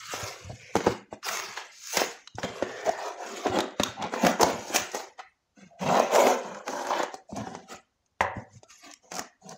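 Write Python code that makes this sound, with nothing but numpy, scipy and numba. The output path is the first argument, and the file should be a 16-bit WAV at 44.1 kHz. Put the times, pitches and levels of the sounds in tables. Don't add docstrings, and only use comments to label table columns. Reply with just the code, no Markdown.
import sys
import numpy as np
from scipy import signal
from scipy.fft import rfft, irfft
from scipy.io import wavfile
from scipy.ndimage import uniform_filter1d
from numba import njit

SR = 44100
rng = np.random.default_rng(int(sys.argv[2]) if len(sys.argv) > 2 else 0)


def generate_wav(signal):
    frames = np.transpose(np.atleast_2d(signal))
    scaled = np.clip(frames, -1, 1) * 32767
    pcm = np.round(scaled).astype(np.int16)
    wavfile.write(sys.argv[1], SR, pcm)


N = 422037
TIME = np.arange(N) / SR
SHEET_HZ = 1760
GRIP_OCTAVES, GRIP_PER_S = 0.053, 2.3


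def from_db(db):
    return 10 ** (np.asarray(db) / 20)


def rms_one(x):
    return x / np.sqrt(np.mean(x ** 2) + 1e-20)


def energy_one(x):
    return x / np.sqrt(np.sum(x ** 2) + 1e-20)


def blow(sound, db):
    return from_db(db) * np.sqrt(SR / 100) * energy_one(sound)


def evened(x, seconds):
    width = int(seconds * SR)
    power = uniform_filter1d(uniform_filter1d(x ** 2, width), width)
    return x / np.sqrt(np.abs(power) + 1e-12)


def add(out, s, sound):
    start = round(s * SR)
    out[start:start + len(sound)] += sound[:N - start]


def at_hz(points, hz):
    freqs, values = np.transpose(points)
    return np.interp(np.log(np.maximum(hz, 1)), np.log(freqs), values)


def wavering(rate, size, settle=1000):
    r = np.exp(-2 * np.pi * rate * size / SR)
    noise = rng.standard_normal(N // size + settle + 1)
    return rms_one(signal.lfilter([1], [1, -2 * r, r * r], noise)[settle:])


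def drift(rate):
    slow = wavering(rate, size=40, settle=2000)
    return np.interp(np.arange(N) / 40, np.arange(len(slow)), slow)


def passed(x, low_hz, high_hz):
    return signal.sosfilt(signal.butter(2, [low_hz, high_hz], "band", fs=SR, output="sos"), x)


def coloured(x, spectrum, size=2048):
    gain = from_db(at_hz(spectrum, np.arange(size // 2 + 1) * SR / size))
    cepstrum = irfft(np.log(gain))
    cepstrum[1:size // 2] *= 2
    cepstrum[size // 2 + 1:] = 0
    impulse = irfft(np.exp(rfft(cepstrum)))
    return signal.oaconvolve(x, energy_one(impulse))[:len(x)]


def dying(t60, seconds):
    return np.exp(-np.log(1000) * np.arange(int(seconds * SR)) / SR / t60)


def ring(hz, t60, seconds):
    fade = dying(t60, seconds)
    return fade * np.sin(2 * np.pi * hz * np.arange(len(fade)) / SR)


def resonated(force, hz, t60):
    r = np.exp(-np.log(1000) / (t60 * SR))
    feed = np.sqrt((1 - r * r) / 2) * np.array([1, 0, -1])
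    return signal.lfilter(feed, [1, -2 * r * np.cos(2 * np.pi * hz / SR), r * r], force)


@njit
def gliding(force, angles, r, size):
    out = np.zeros(len(force))
    for block in range(len(angles)):
        pull = 2 * r * np.cos(angles[block])
        for i in range(max(block * size, 2), min((block + 1) * size, len(force))):
            out[i] = force[i] - force[i - 2] + pull * out[i - 1] - r * r * out[i - 2]
    return out * np.sqrt((1 - r * r) / 2)


def favoured_db(hz, centre_hz, octaves, depth_db):
    return depth_db * (np.exp(-.5 * (np.log2(hz / centre_hz) / octaves) ** 2) - 1)


def struck(modes, centre_hz, octaves, depth_db, uneven_db, damping):
    out = 0
    for (hz, db, t60), (strength, detune) in zip(modes, rng.standard_normal((len(modes), 2))):
        level_db = db + favoured_db(hz, centre_hz, octaves, depth_db) + uneven_db * strength
        out = out + from_db(level_db) * ring(hz * np.exp(0.079 * detune), t60 / damping, .1)
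    return out


def rubbed(force, modes, wander_db, detune_octaves, centre_hz=None, octaves=1, depth_db=0,
           wander_per_s=4.05, size=64):
    out = 0
    for k, (hz, db, t60) in enumerate(modes):
        favour_db = 0 if centre_hz is None else favoured_db(hz, centre_hz[::size], octaves, depth_db)
        share = from_db(db + favour_db + wander_db * wavering(wander_per_s, size))
        pitch = hz * 2 ** (detune_octaves * wavering(GRIP_PER_S, size))
        mode = gliding(force, 2 * np.pi * pitch / SR, np.exp(-np.log(1000) / (t60 * SR)), size)
        out = out + (-1) ** k * mode * np.repeat(share, size)[:N]
    return out


def clicks(per_s, spread_db):
    sizes = from_db(spread_db * np.minimum(rng.exponential(1, N), 4)) * rng.choice([-1, 1], N)
    return sizes * (rng.random(N) < per_s / SR)


def slips(per_s, spread_db, clump_db, clump_rate, smooth):
    friction = rms_one(clicks(per_s, spread_db)) + smooth * rng.standard_normal(N)
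    return friction * from_db(clump_db * drift(clump_rate))


def sheet_modes(low_hz, high_hz, t60, count):
    steps = (np.arange(count) + rng.uniform(.15, .85, count)) / count
    return [(hz, 10 * np.log10(hz / low_hz), t60) for hz in low_hz * (high_hz / low_hz) ** steps]


# frequency in Hz, gain in dB.
HUSH_EQ = [(30, -3), (100, -4.5), (210, -7.5), (300, -12), (700, -10.5), (1000, -14), (2500, -22),
           (6500, -20.5), (8000, -30), (10000, -33.5), (16000, -41)]
def hush():
    return from_db(-67) * coloured(rng.standard_normal(N), HUSH_EQ)


# frequency in Hz, t60 in seconds.
ROOM_DECAY = [(100, 0.051), (260, 0.55), (420, 0.27), (700, 0.29), (1840, 0.49), (4850, 0.3), (7500, 0.2),
              (13000, 0.083)]
def room(x, wet_db, gap_s, bands=14):
    edges, tail = np.geomspace(60, 17000, bands + 1), 0
    for low, high in zip(edges, edges[1:]):
        fade = dying(at_hz(ROOM_DECAY, np.sqrt(low * high)), .5)
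        tail = tail + fade * passed(rng.standard_normal(len(fade)), low, high)
    build_up = np.clip(np.arange(len(tail)) / SR / gap_s - .5, 0, 1)
    return from_db(wet_db) * signal.oaconvolve(x, energy_one(tail * build_up))[:N]


# start and end in seconds, first and last pitch in Hz, level in dB,
# roughness from 0 to 1.
FINGER_ZIPS = [(2.514, 2.63, 10400, 11800, -71, 1), (4.533, 4.61, 11200, 12000, -69, .8),
               (4.61, 4.71, 10000, 10800, -77, 0.7), (5.003, 5.166, 12100, 10500, -87, .1),
               (5.272, 5.325, 9080, 8700, -90.5, 0), (8.768, 8.817, 10400, 11700, -70, 1)]
def zips():
    out = np.zeros(N)
    for start, end, first_hz, last_hz, db, rough in FINGER_ZIPS:
        hz = np.linspace(first_hz, last_hz, round((end - start) * SR))
        jitter = rms_one(signal.lfilter([1], [1, -.98], rng.standard_normal(SR)))[:len(hz)]
        tone = np.sin(2 * np.pi * np.cumsum(hz + 420 * rough * jitter) / SR)
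        add(out, start, from_db(db) * rms_one(tone * signal.windows.tukey(len(tone), .8)))
    return out


# pitch in Hz, gain in dB, t60 in seconds.
ARM_MODES = [(2180, -1.5, 0.46), (2616, -2, 0.3), (4097, -2, 0.27), (5180, -8, 0.2), (5950, -9, 0.15)]
# time in seconds, level in dB.
ARM_JOLTS = [(5.193, -57.5), (8.208, -54)]
def arm():
    out = np.zeros(N)
    for s, db in ARM_JOLTS:
        add(out, s, sum(from_db(db + mode_db) * ring(hz, t60, .5) for hz, mode_db, t60 in ARM_MODES))
    return out


# start and end in seconds, pitch in Hz, t60 in seconds, level in dB.
CARD_SQUEAKS = [(0.491, 0.524, 620, 0.015, -43), (0.574, 0.79, 2300, 0.0076, -54),
                (0.688, 0.72, 546, 0.031, -54), (2.56, 3.118, 1796, 0.017, -48),
                (2.867, 2.891, 666, 0.13, -26.5), (2.887, 2.901, 686, 0.074, -21),
                (3.288, 3.7, 3670, 0.018, -57), (3.962, 4.057, 778, 0.11, -41.5),
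                (4.24, 4.37, 1410, 0.026, -41.5), (4.399, 4.425, 456, 0.034, -22),
                (4.388, 4.44, 940, 0.024, -28.5), (5.183, 5.213, 780, 0.028, -41),
                (5.19, 5.305, 1950, 0.014, -61), (5.688, 5.827, 684, 0.056, -55.5),
                (6.81, 6.82, 875, 0.044, -46), (6.897, 6.942, 840, 0.0036, -28),
                (6.887, 7.076, 3460, 0.009, -51), (7.288, 7.314, 650, 0.04, -46),
                (7.34, 7.41, 674, 0.038, -40), (7.467, 7.482, 750, 0.04, -37),
                (7.693, 7.787, 2420, 0.004, -57), (8.619, 8.676, 650, 0.08, -62),
                (8.626, 8.749, 1350, 0.08, -66), (8.814, 8.937, 715, 0.039, -56),
                (9.17, 9.229, 1210, 0.011, -45)]
def squeaks():
    out = np.zeros(N)
    force = slips(per_s=3900, spread_db=-1, clump_db=7.5, clump_rate=97, smooth=0.41)
    for start, end, hz, t60, db in CARD_SQUEAKS:
        stroke = force[round(start * SR):round(max(end, start + .01) * SR)]
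        tone = evened(passed(resonated(stroke, hz, t60), 0.74 * hz, 1.25 * hz), 0.0051)
        add(out, start, from_db(db) * rms_one(tone * signal.windows.tukey(len(tone), .5)))
    return out


# pitch in Hz, gain in dB, t60 in seconds.
STAND_MODES = [(573, 7, 0.032), (650, -1, 0.064), (761, 6.5, 0.025), (937, 7, 0.034), (1023, 6.5, 0.027),
               (1550, 4.5, 0.0086), (1846, 10, 0.0062), (2110, 3, 0.016), (2600, -6.5, 0.014)]
TABLE_MODES = [(89, -33.5, 0.33), (110, -45, 0.89), (192.3, -33, 0.19)]
# time in seconds, level in dB.
TOUCHDOWNS = [(8.2068, -17), (8.2135, -31)]
def stand(down_s=8.207, damping=1.44, rattle_db=-36):
    out = np.zeros(N)
    for s, db in TOUCHDOWNS:
        clack = 0
        for k, (hz, mode_db, t60) in enumerate(STAND_MODES):
            gain = (-1) ** k * from_db(mode_db + rng.normal(0, 1))
            clack = clack + gain * ring(hz, t60 / damping, .1)
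        add(out, s, blow(passed(clack, 700, 3600), db))
    joints = slips(per_s=730, spread_db=2.5, clump_db=-2.5, clump_rate=74, smooth=0.26)
    fade, rattle = dying(t60=0.45, seconds=.6), 0
    chatter = evened(joints, 0.018)[:len(fade)]
    for k, (hz, db, t60) in enumerate(STAND_MODES):
        force = chatter * fade ** ((hz / 800) ** 0.23)
        rattle = rattle + (-1) ** k * from_db(db) * resonated(force, hz, t60)
    add(out, down_s, from_db(rattle_db) * passed(rattle, 350, 1800))
    add(out, down_s, sum(from_db(db) * ring(hz, t60, .6) for hz, db, t60 in TABLE_MODES))
    return out


# time in seconds, level before trim in dB, favoured pitch in Hz.
PULL_CURVE = [(5.8, -49.5, 569), (5.826, -32.5, 582), (5.876, -31, 829), (5.9, -22.5, 849),
              (5.948, -21, 680), (5.996, -21, 643), (6.038, -28, 581), (6.086, -36, 642), (6.112, -27, 681),
              (6.168, -16, 607), (6.334, -22.5, 613), (6.336, -27.5, 616), (6.44, -39, 577)]
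# pitch in Hz, gain in dB, t60 in seconds.
TIGHT_MODES = [(396, -7.5, 0.023), (527, -3, 0.027), (563, -1.5, 0.049), (629, -6, 0.024), (760, -8, 0.044),
               (897, -9.5, 0.022), (1048, -7.5, 0.036), (1360, -8.5, 0.013)]
def pulling(trim_db=-0.76, fade_s=0.013):
    s, db, hz = np.transpose(PULL_CURVE)
    judder = slips(per_s=1300, spread_db=2, clump_db=2, clump_rate=40, smooth=0.46)
    walls = rubbed(judder, TIGHT_MODES, wander_db=0, detune_octaves=0.035,
                   centre_hz=np.interp(TIME, s, hz), octaves=0.68, depth_db=15)
    touching = np.clip(np.minimum(TIME - s[0], s[-1] - TIME) / fade_s, 0, 1)
    level = touching * from_db(np.interp(TIME, s, db) + trim_db)
    return level * evened(passed(walls, 340, 1400), 0.016)


# frequency in Hz, gain in dB.
SLIDE_EQ = [(1500, -22), (2800, -18), (3800, -8), (5200, -3.5), (6500, 1.5), (7300, -3.5), (8500, -16.5),
            (10000, -19.5), (16000, -37.5)]
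FIZZ_EQ = [(5000, -18), (7500, -11), (9000, -8.5), (11500, -6), (13700, -9), (14900, -4.5), (16000, 4.5)]
CRACKLE_EQ = [(1000, -17), (2500, -2), (4000, -2.5), (7000, 6), (9000, -10.5), (12000, -8), (16000, -7.5)]
def sliding(skin, db, crackles_per_s=1200, ring_cycles=80, pitches=22):
    surface = rubbed(skin, sheet_modes(3230, 7850, t60=0.004, count=15),
                     wander_db=5.5, wander_per_s=11, detune_octaves=0.028)
    surface = rms_one(surface) + rms_one(passed(skin, 2100, 8200))
    slide = from_db(db) * evened(coloured(surface, SLIDE_EQ), 0.057)
    fibres = rubbed(skin, sheet_modes(7800, 16000, t60=0.0059, count=22),
                    wander_db=3.5, wander_per_s=16, detune_octaves=0.033)
    fibres = rms_one(fibres) + 1.4 * rms_one(skin)
    fizz_db = -49.5 + 1.6 * (db + 43.5)
    fizz = from_db(fizz_db) * evened(coloured(fibres, FIZZ_EQ), 0.062)
    kicks, dealt = clicks(crackles_per_s, spread_db=1), rng.integers(0, pitches, N)
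    pops = sum(resonated(kicks * (dealt == k) + 1e-18, hz, ring_cycles / hz)
               for k, hz in enumerate(np.geomspace(2200, 12700, pitches)))
    crackle = from_db(db - 11) * coloured(rms_one(pops), CRACKLE_EQ)
    return slide + fizz + crackle


# frequency in Hz, gain in dB.
CRINKLE_EQ = [(600, -35.5), (950, 0.5), (1250, 2), (1700, -6), (2300, -5), (3200, -5.5), (4200, -9.5),
              (8000, -28.5), (11000, -41)]
CATCH_EQ = [(700, -17.5), (1300, -1.5), (2500, -1.5), (4000, 0.5), (6500, 1), (8500, -14), (16000, -28)]
def crinkling(creases, db, centre_hz):
    sheets = rubbed(creases, sheet_modes(1071, 4400, t60=0.02, count=24), wander_db=2,
                    detune_octaves=0.06, centre_hz=centre_hz, octaves=0.5, depth_db=11)
    sheets = rms_one(sheets) + 0.62 * rms_one(passed(creases, 1150, 3600))
    crinkle = from_db(db) * evened(coloured(sheets, CRINKLE_EQ), 0.077)
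    catches = slips(per_s=140, spread_db=2, clump_db=2.5, clump_rate=14, smooth=0)
    return crinkle + from_db(db - 11) * passed(coloured(catches, CATCH_EQ), 600, 6500)


# pitch in Hz, t60 in seconds.
AIR_MODES = [(243, 0.27), (750, 0.056)]
def hollow(drag, mode, db, empty_from_s=7.25):
    empty = np.clip((TIME - empty_from_s) / 0.044, 0, 1)
    return from_db(db) * resonated(drag * empty, *AIR_MODES[mode])


# pitch in Hz, gain in dB, t60 in seconds.
BEND_MODES = [(78, -3.5, 0.042), (110.6, 7, 0.11), (153, -6, 0.011), (195.6, 4.5, 0.11), (271, 8, 0.1)]
def flexing(drag, db, centre_hz):
    bending = rubbed(drag, BEND_MODES, wander_db=5.5, detune_octaves=GRIP_OCTAVES,
                     centre_hz=centre_hz, octaves=.4, depth_db=30.5)
    body = passed(bending + hollow(drag, mode=0, db=-19), 75, 540)
    return from_db(db + 4.5 * drift(5.8)) * evened(body, 0.025)


def thump(hz, db):
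    bending = struck(BEND_MODES, hz, octaves=.5, depth_db=18, uneven_db=2, damping=1.1)
    return blow(passed(bending, 55, 330), db)


# pitch in Hz, gain in dB, t60 in seconds.
WALL_MODES = [(322, -4, 0.063), (386.3, -1, 0.082), (499, -1, 0.051), (584.7, -3, 0.058), (680, -2, 0.05),
              (780.5, -0.5, 0.043), (896, 0, 0.019), (1078, -1, 0.022), (1410, -1, 0.007)]
def scraping(drag, db, centre_hz):
    walls = rubbed(drag, WALL_MODES, wander_db=2.5, detune_octaves=GRIP_OCTAVES,
                   centre_hz=centre_hz, octaves=0.49, depth_db=8.5)
    body = passed(walls + hollow(drag, mode=1, db=4), 240, 1700)
    return from_db(db) * evened(body, 0.021)


# start and length in seconds, swell in dB, base release in dB per
# second, bending and wall pitch in Hz, then mid-stroke levels in dB of flex, scrape, crinkle, slide.
HAND_STROKES = [(0.002, 0.15, 8.5, 115, 147, 623, -62.5, -65, -42.5, -46),
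                (0.136, 0.13, 4, 101.5, 86, 574, -54.5, -42, -44.5, -43.5),
                (0.417, 0.55, -2, 272, 124, 536, -61, -60, -56.5, -58),
                (0.763, 0.0093, 4.5, 263.5, 204, 680, -39, -42, -42.5, -42),
                (0.847, 0.074, -2.5, 259.5, 207, 650, -48, -37.5, -41.5, -46.5),
                (1.127, 0.011, 4, 371, 172, 694, -51, -48.5, -55, -59),
                (1.264, 0.11, -3.5, 68.5, 164, 930, -50, -39, -36, -37.5),
                (1.58, 0.019, -8, 158.5, 236, 718, -56.5, -43, -39.5, -49.5),
                (1.724, 0.23, 22.5, 106, 256, 650, -90.5, -85, -54, -46),
                (1.949, 0.056, 3, 159, 188, 650, -50.5, -32.5, -34.5, -36),
                (2.399, 0.012, -11, 154, 163, 740, -48, -44.5, -56, -53),
                (2.446, 0.019, -10, 61, 190, 539, -45.5, -34.5, -40.5, -47.5),
                (2.558, 0.29, 3, 118, 121, 556, -58.5, -41.5, -49.5, -55),
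                (2.862, 0.034, -5.5, 84, 180, 640, -52, -34.5, -44.5, -46.5),
                (2.991, 0.092, 4, 195.5, 270, 607, -76.5, -35.5, -45, -49.5),
                (3.183, 0.036, 7, 202, 260, 656, -66, -38.5, -55.5, -56),
                (3.236, 0.14, 4.5, 71, 286, 500, -51.5, -42, -45.5, -48.5),
                (3.456, 0.027, -3, 224, 290, 518, -39, -30, -40.5, -49),
                (3.527, 0.039, 6.5, 147.5, 242, 534, -36.5, -28.5, -39.5, -49.5),
                (3.805, 0.067, 3.5, 171, 120, 594, -52, -43.5, -42, -48.5),
                (3.983, 0.063, 14.5, 333, 185, 860, -46.5, -37.5, -44, -61),
                (4.135, 0.12, -1, 398, 222, 730, -47.5, -33.5, -42.5, -48.5),
                (4.243, 0.045, -2.5, 223.5, 230, 610, -24.5, -23, -32.5, -36),
                (4.417, 0.08, -2.5, 142.5, 230, 560, -35, -27, -37, -39.5),
                (4.573, 0.15, 9, 139, 157, 760, -63, -45, -51.5, -48),
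                (4.712, 0.038, 22.5, 149, 231, 784, -54, -41, -41, -41.5),
                (4.95, 0.071, -8.5, 200, 220, 618, -54, -37, -44.5, -44),
                (5.2, 0.014, -9.5, 212, 190, 824, -81.5, -52, -51, -61),
                (5.579, 0.089, -4.5, 140, 202, 704, -59.5, -60, -58.5, -64.5),
                (5.82, 0.17, 7, 117.5, 228, 790, -36.5, -33, -37, -44),
                (6.137, .16, 0, 162, 223, 700, -32.5, -35, -33, -36),
                (6.438, 0.14, -2.5, 148, 226, 710, -53.5, -39.5, -55.5, -56),
                (6.68, 0.22, -1.5, 299, 270, 760, -44, -34, -47, -47),
                (6.907, 0.096, 3, 210, 240, 770, -49, -30, -39.5, -47),
                (7.15, 0.015, -13.5, 147.5, 225, 636, -68, -47, -72, -56.5),
                (7.307, 0.046, 5, 230, 189, 660, -50, -53, -66, -57),
                (7.367, 0.058, 3.5, 283, 159, 620, -38, -41.5, -49.5, -56),
                (7.467, 0.076, -1, 97, 190, 560, -49.5, -45.5, -55, -57.5),
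                (7.707, 0.016, 3.5, 284, 206, 637, -47, -44, -45, -47),
                (8.371, 0.038, -4.5, 151, 135.5, 630, -42.5, -47, -65, -62.5),
                (8.514, 0.06, 5, 487, 105, 634, -53, -68, -65.5, -61.5),
                (8.708, 0.14, -11, 128, 195, 1114, -71, -68.5, -60, -58),
                (8.848, 0.078, -8, 352, 250, 745, -52.5, -74, -52.5, -54.5),
                (9.041, 0.03, -1.5, 154, 237, 750, -55.5, -57, -67, -63.5),
                (9.13, 0.058, 3, 231, 227, 810, -47, -39.5, -50.5, -47.5),
                (9.425, 0.092, 12.5, 224, 199, 584, -57, -49.5, -64, -58.5)]
def strokes(lift_off_s=0.96, wander_octaves=0.077, wander_per_s=7.8):
    t = np.arange(0, N / SR + .002, .001)
    attack_s = np.array([.025, .032, .042, .05])[:, None]
    release_factor = np.array([1.24, 0.94, 0.88, 1.01])[:, None]
    power, bend, wall = 0, 0, 0
    for start, length, swell_db, release, bend_hz, wall_hz, *layer_db in HAND_STROKES:
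        attack = np.clip(1 + (t - start) / attack_s, 0, 1) ** 2
        hold_db = swell_db * (np.clip((t - start) / length, 0, 1) - .5)
        after = np.maximum(t - start - length, 0)
        touching = np.clip(1 - (after / lift_off_s) ** 3, 0, 1)
        level_db = np.array(layer_db)[:, None] + hold_db - release * release_factor * after
        stroke_power = (attack * touching * from_db(level_db)) ** 2 + 1e-20
        power = power + stroke_power
        bend = bend + stroke_power[0] * bend_hz
        wall = wall + stroke_power[1] * wall_hz
    levels_db = [np.interp(TIME, t, 10 * np.log10(p)) for p in power]
    centres_hz = [np.interp(TIME, t, hz) * 2 ** (wander_octaves * drift(wander_per_s))
                  for hz in (bend / power[0], wall / power[1], np.full(len(t), SHEET_HZ))]
    return levels_db, centres_hz


def rubbing():
    (flex_db, scrape_db, crinkle_db, slide_db), (bend_hz, wall_hz, sheet_hz) = strokes()
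    drag = slips(per_s=1100, spread_db=2.5, clump_db=3, clump_rate=40, smooth=0.34)
    creases = slips(per_s=1500, spread_db=1, clump_db=2, clump_rate=31, smooth=1) + .5 * drag
    skin = slips(per_s=10000, spread_db=5, clump_db=2.5, clump_rate=29, smooth=1) + 0.68 * creases
    body = flexing(drag, flex_db, bend_hz) + scraping(drag, scrape_db, wall_hz)
    return body + crinkling(creases, crinkle_db, sheet_hz) + sliding(skin, slide_db)


def crack(spectrum, t60, chatter, rise_s=0.00051):
    fade = dying(t60, .06)
    swell = 1 - np.exp(-np.arange(len(fade)) / SR / rise_s)
    burst = chatter * energy_one(swell * fade * rng.laplace(size=len(fade)))
    burst[0] += 1
    return coloured(burst, spectrum)


# frequency in Hz, gain in dB.
TICK_EQ = [(700, -15.5), (2200, -21), (3800, -8), (5200, 6), (6500, 8.5), (8500, -6), (11500, -12),
           (13700, -8.5), (14900, -2.5), (16000, -10)]
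def edge(clack_db, tick_db, sheet_hz, burst_t60, soft_db=-50, hard_db=-30):
    snap = crack(CRINKLE_EQ, burst_t60, chatter=4)
    clack = energy_one(snap) + 1.2 * energy_one(resonated(snap, sheet_hz, t60=0.0051))
    hardness = np.clip((tick_db - soft_db) / (hard_db - soft_db), 0, 1)
    top_cut = signal.butter(3, 7800 * 2 ** (1.3 * hardness), fs=SR, output="sos")
    tick = signal.sosfilt(top_cut, crack(TICK_EQ, burst_t60, chatter=6))
    return blow(clack, clack_db) + blow(tick, tick_db)


# time in seconds, level in dB, favoured pitch in Hz.
TABLE_BUMPS = [(0.228, -34, 88), (0.445, -38.5, 106.3), (0.468, -38.5, 106.6), (0.498, -34.5, 131),
               (0.528, -36.5, 117.6), (0.87, -43.5, 169), (0.892, -31, 104.8), (0.907, -40.5, 110),
               (2.348, -37, 118), (2.495, -44, 110), (3.497, -32.5, 108), (3.886, -41, 108),
               (4.046, -39, 192), (4.248, -29.5, 215), (4.462, -43.5, 104.7), (4.53, -41.5, 104.2),
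               (4.585, -44, 110), (4.813, -42, 152.3), (7.327, -32, 179), (8.364, -40, 262),
               (8.368, -30, 143)]
def bumps():
    out = np.zeros(N)
    for s, db, hz in TABLE_BUMPS:
        add(out, s, thump(hz, db))
    return out


# time in seconds, tick level in dB, clack relative to the tick in dB,
# sheet pitch in Hz, t60 of the burst in seconds.
CARD_SNAPS = [(0.7555, -36.5, 4, 1680, 0.0039), (0.763, -39, -0.5, 2400, .036),
              (0.804, -57, 17.5, 1750, 0.034), (0.8633, -45, 10, 1450, 0.019),
              (1.228, -61.5, 20, 1280, 0.066), (1.286, -34, 5, 1780, 0.059), (1.371, -37.5, 1, 1750, 0.017),
              (1.398, -41.5, 7, 1710, 0.011), (1.572, -51, 16, 1670, .036),
              (1.872, -42.5, -11.5, 1800, .01), (1.969, -25, -7.5, 1850, .028),
              (2.274, -48, 6, 4000, 0.022), (2.353, -49, -7, 3700, .035), (2.431, -45.5, 13, 1860, .02),
              (2.892, -41, -3, 1800, .012), (3.362, -61, -12, 2000, .012), (3.587, -38, 2.5, 3800, 0.011),
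              (3.604, -36.5, 7, 3780, 0.025), (3.797, -48, 12.5, 3700, 0.02),
              (3.8333, -26, 2.5, 3700, 0.02), (4.023, -43.5, 6.5, 3400, 0.032),
              (4.264, -40, -12, 1600, 0.0088), (4.266, -28.5, 5, 1570, 0.023),
              (4.41, -25, -19, 1500, 0.071), (4.43, -24.5, -2.5, 4300, .02), (4.746, -42, 2, 2200, 0.03),
              (4.76, -22, -2.5, 2470, 0.042), (4.784, -48, 12, 2000, 0.0082),
              (4.916, -43.5, -10, 2000, 0.037), (4.948, -37.5, -10.5, 2000, 0.023),
              (5.996, -34.5, -6.5, 1700, 0.043), (6.15, -32, 2, 1500, 0.046),
              (6.158, -33.5, 6, 1670, 0.033), (6.546, -50, 4, 1690, .025), (6.68, -39.5, 6, 1570, 0.0092),
              (6.795, -55, 9, 1700, .012), (6.869, -42, 1.5, 1690, 0.013), (6.908, -53, -4, 1700, .036),
              (6.934, -54, 18, 1800, 0.042), (7.03, -39, 3, 1610, 0.049), (7.142, -44.5, -17, 1700, 0.011),
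              (7.363, -41.5, -19, 1600, 0.081), (7.551, -47.5, -6.5, 1900, .014),
              (8.061, -65.5, -6.5, 2600, .03), (8.208, -38.5, 8, 1900, 0.079),
              (8.385, -65, -14, 1980, 0.013), (8.506, -70, -12, 2020, .01), (8.632, -54, -6, 3740, .05),
              (8.913, -51, -6, 2600, .016), (8.937, -45, -9, 2690, 0.011), (9.118, -41, -8, 1610, .025),
              (9.14, -41.5, -12, 1600, .02), (9.153, -38.5, -17, 1490, 0.013), (9.166, -38, -3, 1390, .035),
              (9.183, -38, -4, 1490, .035), (9.193, -33, -2.5, 1600, .022), (9.492, -43, -20, 2400, 0.019)]
def snaps():
    out = np.zeros(N)
    for s, db, clack_db, sheet_hz, burst_t60 in CARD_SNAPS:
        add(out, s, edge(db + clack_db, db, sheet_hz, burst_t60))
    return out


# pitch in Hz, gain in dB, t60 in seconds.
FACE_MODES = [(1130, 3, 0.035), (1488, -2, 0.019), (1880, -4, 0.0085), (2360, -8, 0.033)]
# time in seconds, level in dB, wall pitch in Hz,
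# then weight (the thump) and hardness (the edge clack), both in dB relative to the knock.
BOX_KNOCKS = [(0.137, -31.5, 660, -11.5, -5), (0.754, -18.5, 634, -9, -21), (0.763, -23, 640, -2, -10),
              (0.806, -33, 580, -15, -7), (0.864, -29, 704, -20, -13), (0.868, -16.5, 577, -5, -16),
              (0.876, -20.5, 560, -19, -23), (1.127, -33.5, 666, -5, -25), (1.971, -23.5, 674, -11.5, -0.5),
              (2.017, -21, 704, -21, -11), (2.384, -32, 820, -11, -10.5), (2.437, -31, 540, 1.5, -11),
              (2.624, -21, 520, -10, -13.5), (2.877, -33, 684, -8, -7.5), (2.893, -34.5, 685, -4.5, -9),
              (3.459, -23.5, 495, -12, -40.5), (3.466, -22.5, 470, -15, -11.5),
              (3.545, -33.5, 420, -12, -25), (3.569, -24, 400, -8, -20), (3.588, -22.5, 576, -12, -8),
              (3.604, -37, 450, -20, -9), (3.798, -21, 630, -1.5, -7.5), (4.025, -37, 770, -11, -6),
              (4.138, -28.5, 865, -28, -5), (4.248, -21, 460, -17.5, -7), (4.267, -19.5, 755, -19.5, -15.5),
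              (4.396, -29.5, 620, -26.5, -6), (4.411, -25, 700, -33, -5.5), (4.421, -32, 636, -8, -12),
              (4.432, -14.5, 655, -9.5, -29), (4.701, -35, 350, -15, -16), (4.746, -30, 483, -20, -10),
              (4.759, -25, 855, -20, -9), (4.785, -33.5, 810, -8, -17), (4.947, -30.5, 580, -20, -25),
              (5.192, -46, 840, -41, 3), (5.63, -52, 453, -6, -23), (6, -20, 620, -22, -21),
              (6.269, -19.5, 594, -24, -10), (6.68, -41, 776, -27, -3), (6.906, -31.5, 800, -25, -14),
              (7.002, -25.5, 750, -27, -14), (7.034, -26, 730, -27, -17), (7.141, -35, 674, -17, -19),
              (7.323, -39.5, 557, -17, -47), (7.373, -33.5, 546, -8, -23), (7.47, -37, 543, -3, -11),
              (7.55, -35.5, 716, -27, -10.5), (7.744, -48.5, 578, 4, -13.5), (8.632, -48, 715, -8, -14),
              (9.118, -39, 794, -11, -3), (9.155, -55, 807, -8, -8), (9.192, -35, 760, -5, -28)]
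def knocks():
    out = np.zeros(N)
    for s, db, wall_hz, weight_db, hardness_db in BOX_KNOCKS:
        walls = struck(WALL_MODES, wall_hz, octaves=.5, depth_db=15, uneven_db=2, damping=1.25)
        rounded = passed(passed(walls, 230, 1700), 45, 1400)
        add(out, s, blow(rounded, db))
        add(out, s, thump(hz=217, db=db + weight_db))
        clack_db = db + hardness_db
        add(out, s, edge(clack_db, tick_db=clack_db - 11.5, sheet_hz=SHEET_HZ, burst_t60=0.067))
        face = struck(FACE_MODES, SHEET_HZ, octaves=1, depth_db=1.5, uneven_db=4, damping=0.87)
        add(out, s, blow(passed(face, 760, 3700), db - 14.5 + 0.29 * hardness_db))
    return out


def scene():
    box = rubbing() + pulling() + knocks() + bumps() + snaps() + squeaks() + zips()
    direct = box + stand() + arm()
    return (direct + room(direct, wet_db=-16, gap_s=0.015) + hush())[None]


# frequency in Hz, threshold in dB.
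GATE_THRESHOLD = [(100, -77.5), (250, -60.5), (500, -75.5), (1000, -70), (2500, -84), (6000, -85),
                  (9000, -101), (12000, -101.5), (15000, -93)]
def suppressed(x, floor_db, size=1024):
    framing = dict(fs=SR, nperseg=size, noverlap=size * 3 // 4)
    hz, _, frames = signal.stft(x, **framing)
    power = uniform_filter1d(uniform_filter1d(np.abs(frames) ** 2, size=3, axis=-1), size=3, axis=-2)
    over = (power / from_db(at_hz(GATE_THRESHOLD, hz))[:, None] ** 2) ** 2
    gain = np.maximum(over / (1 + over), from_db(floor_db))
    return signal.istft(frames * gain, **framing)[1][:, :N]


def record(dry):
    low_cut = signal.butter(2, 58, "high", fs=SR, output="sos")
    top_cut = signal.ellip(10, .3, 80, 15600, fs=SR, output="sos")
    gated = suppressed(dry, floor_db=-10.5)
    return signal.sosfilt(top_cut, signal.sosfilt(low_cut, gated))


dry = scene()
out = record(dry)
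generate_wav(out)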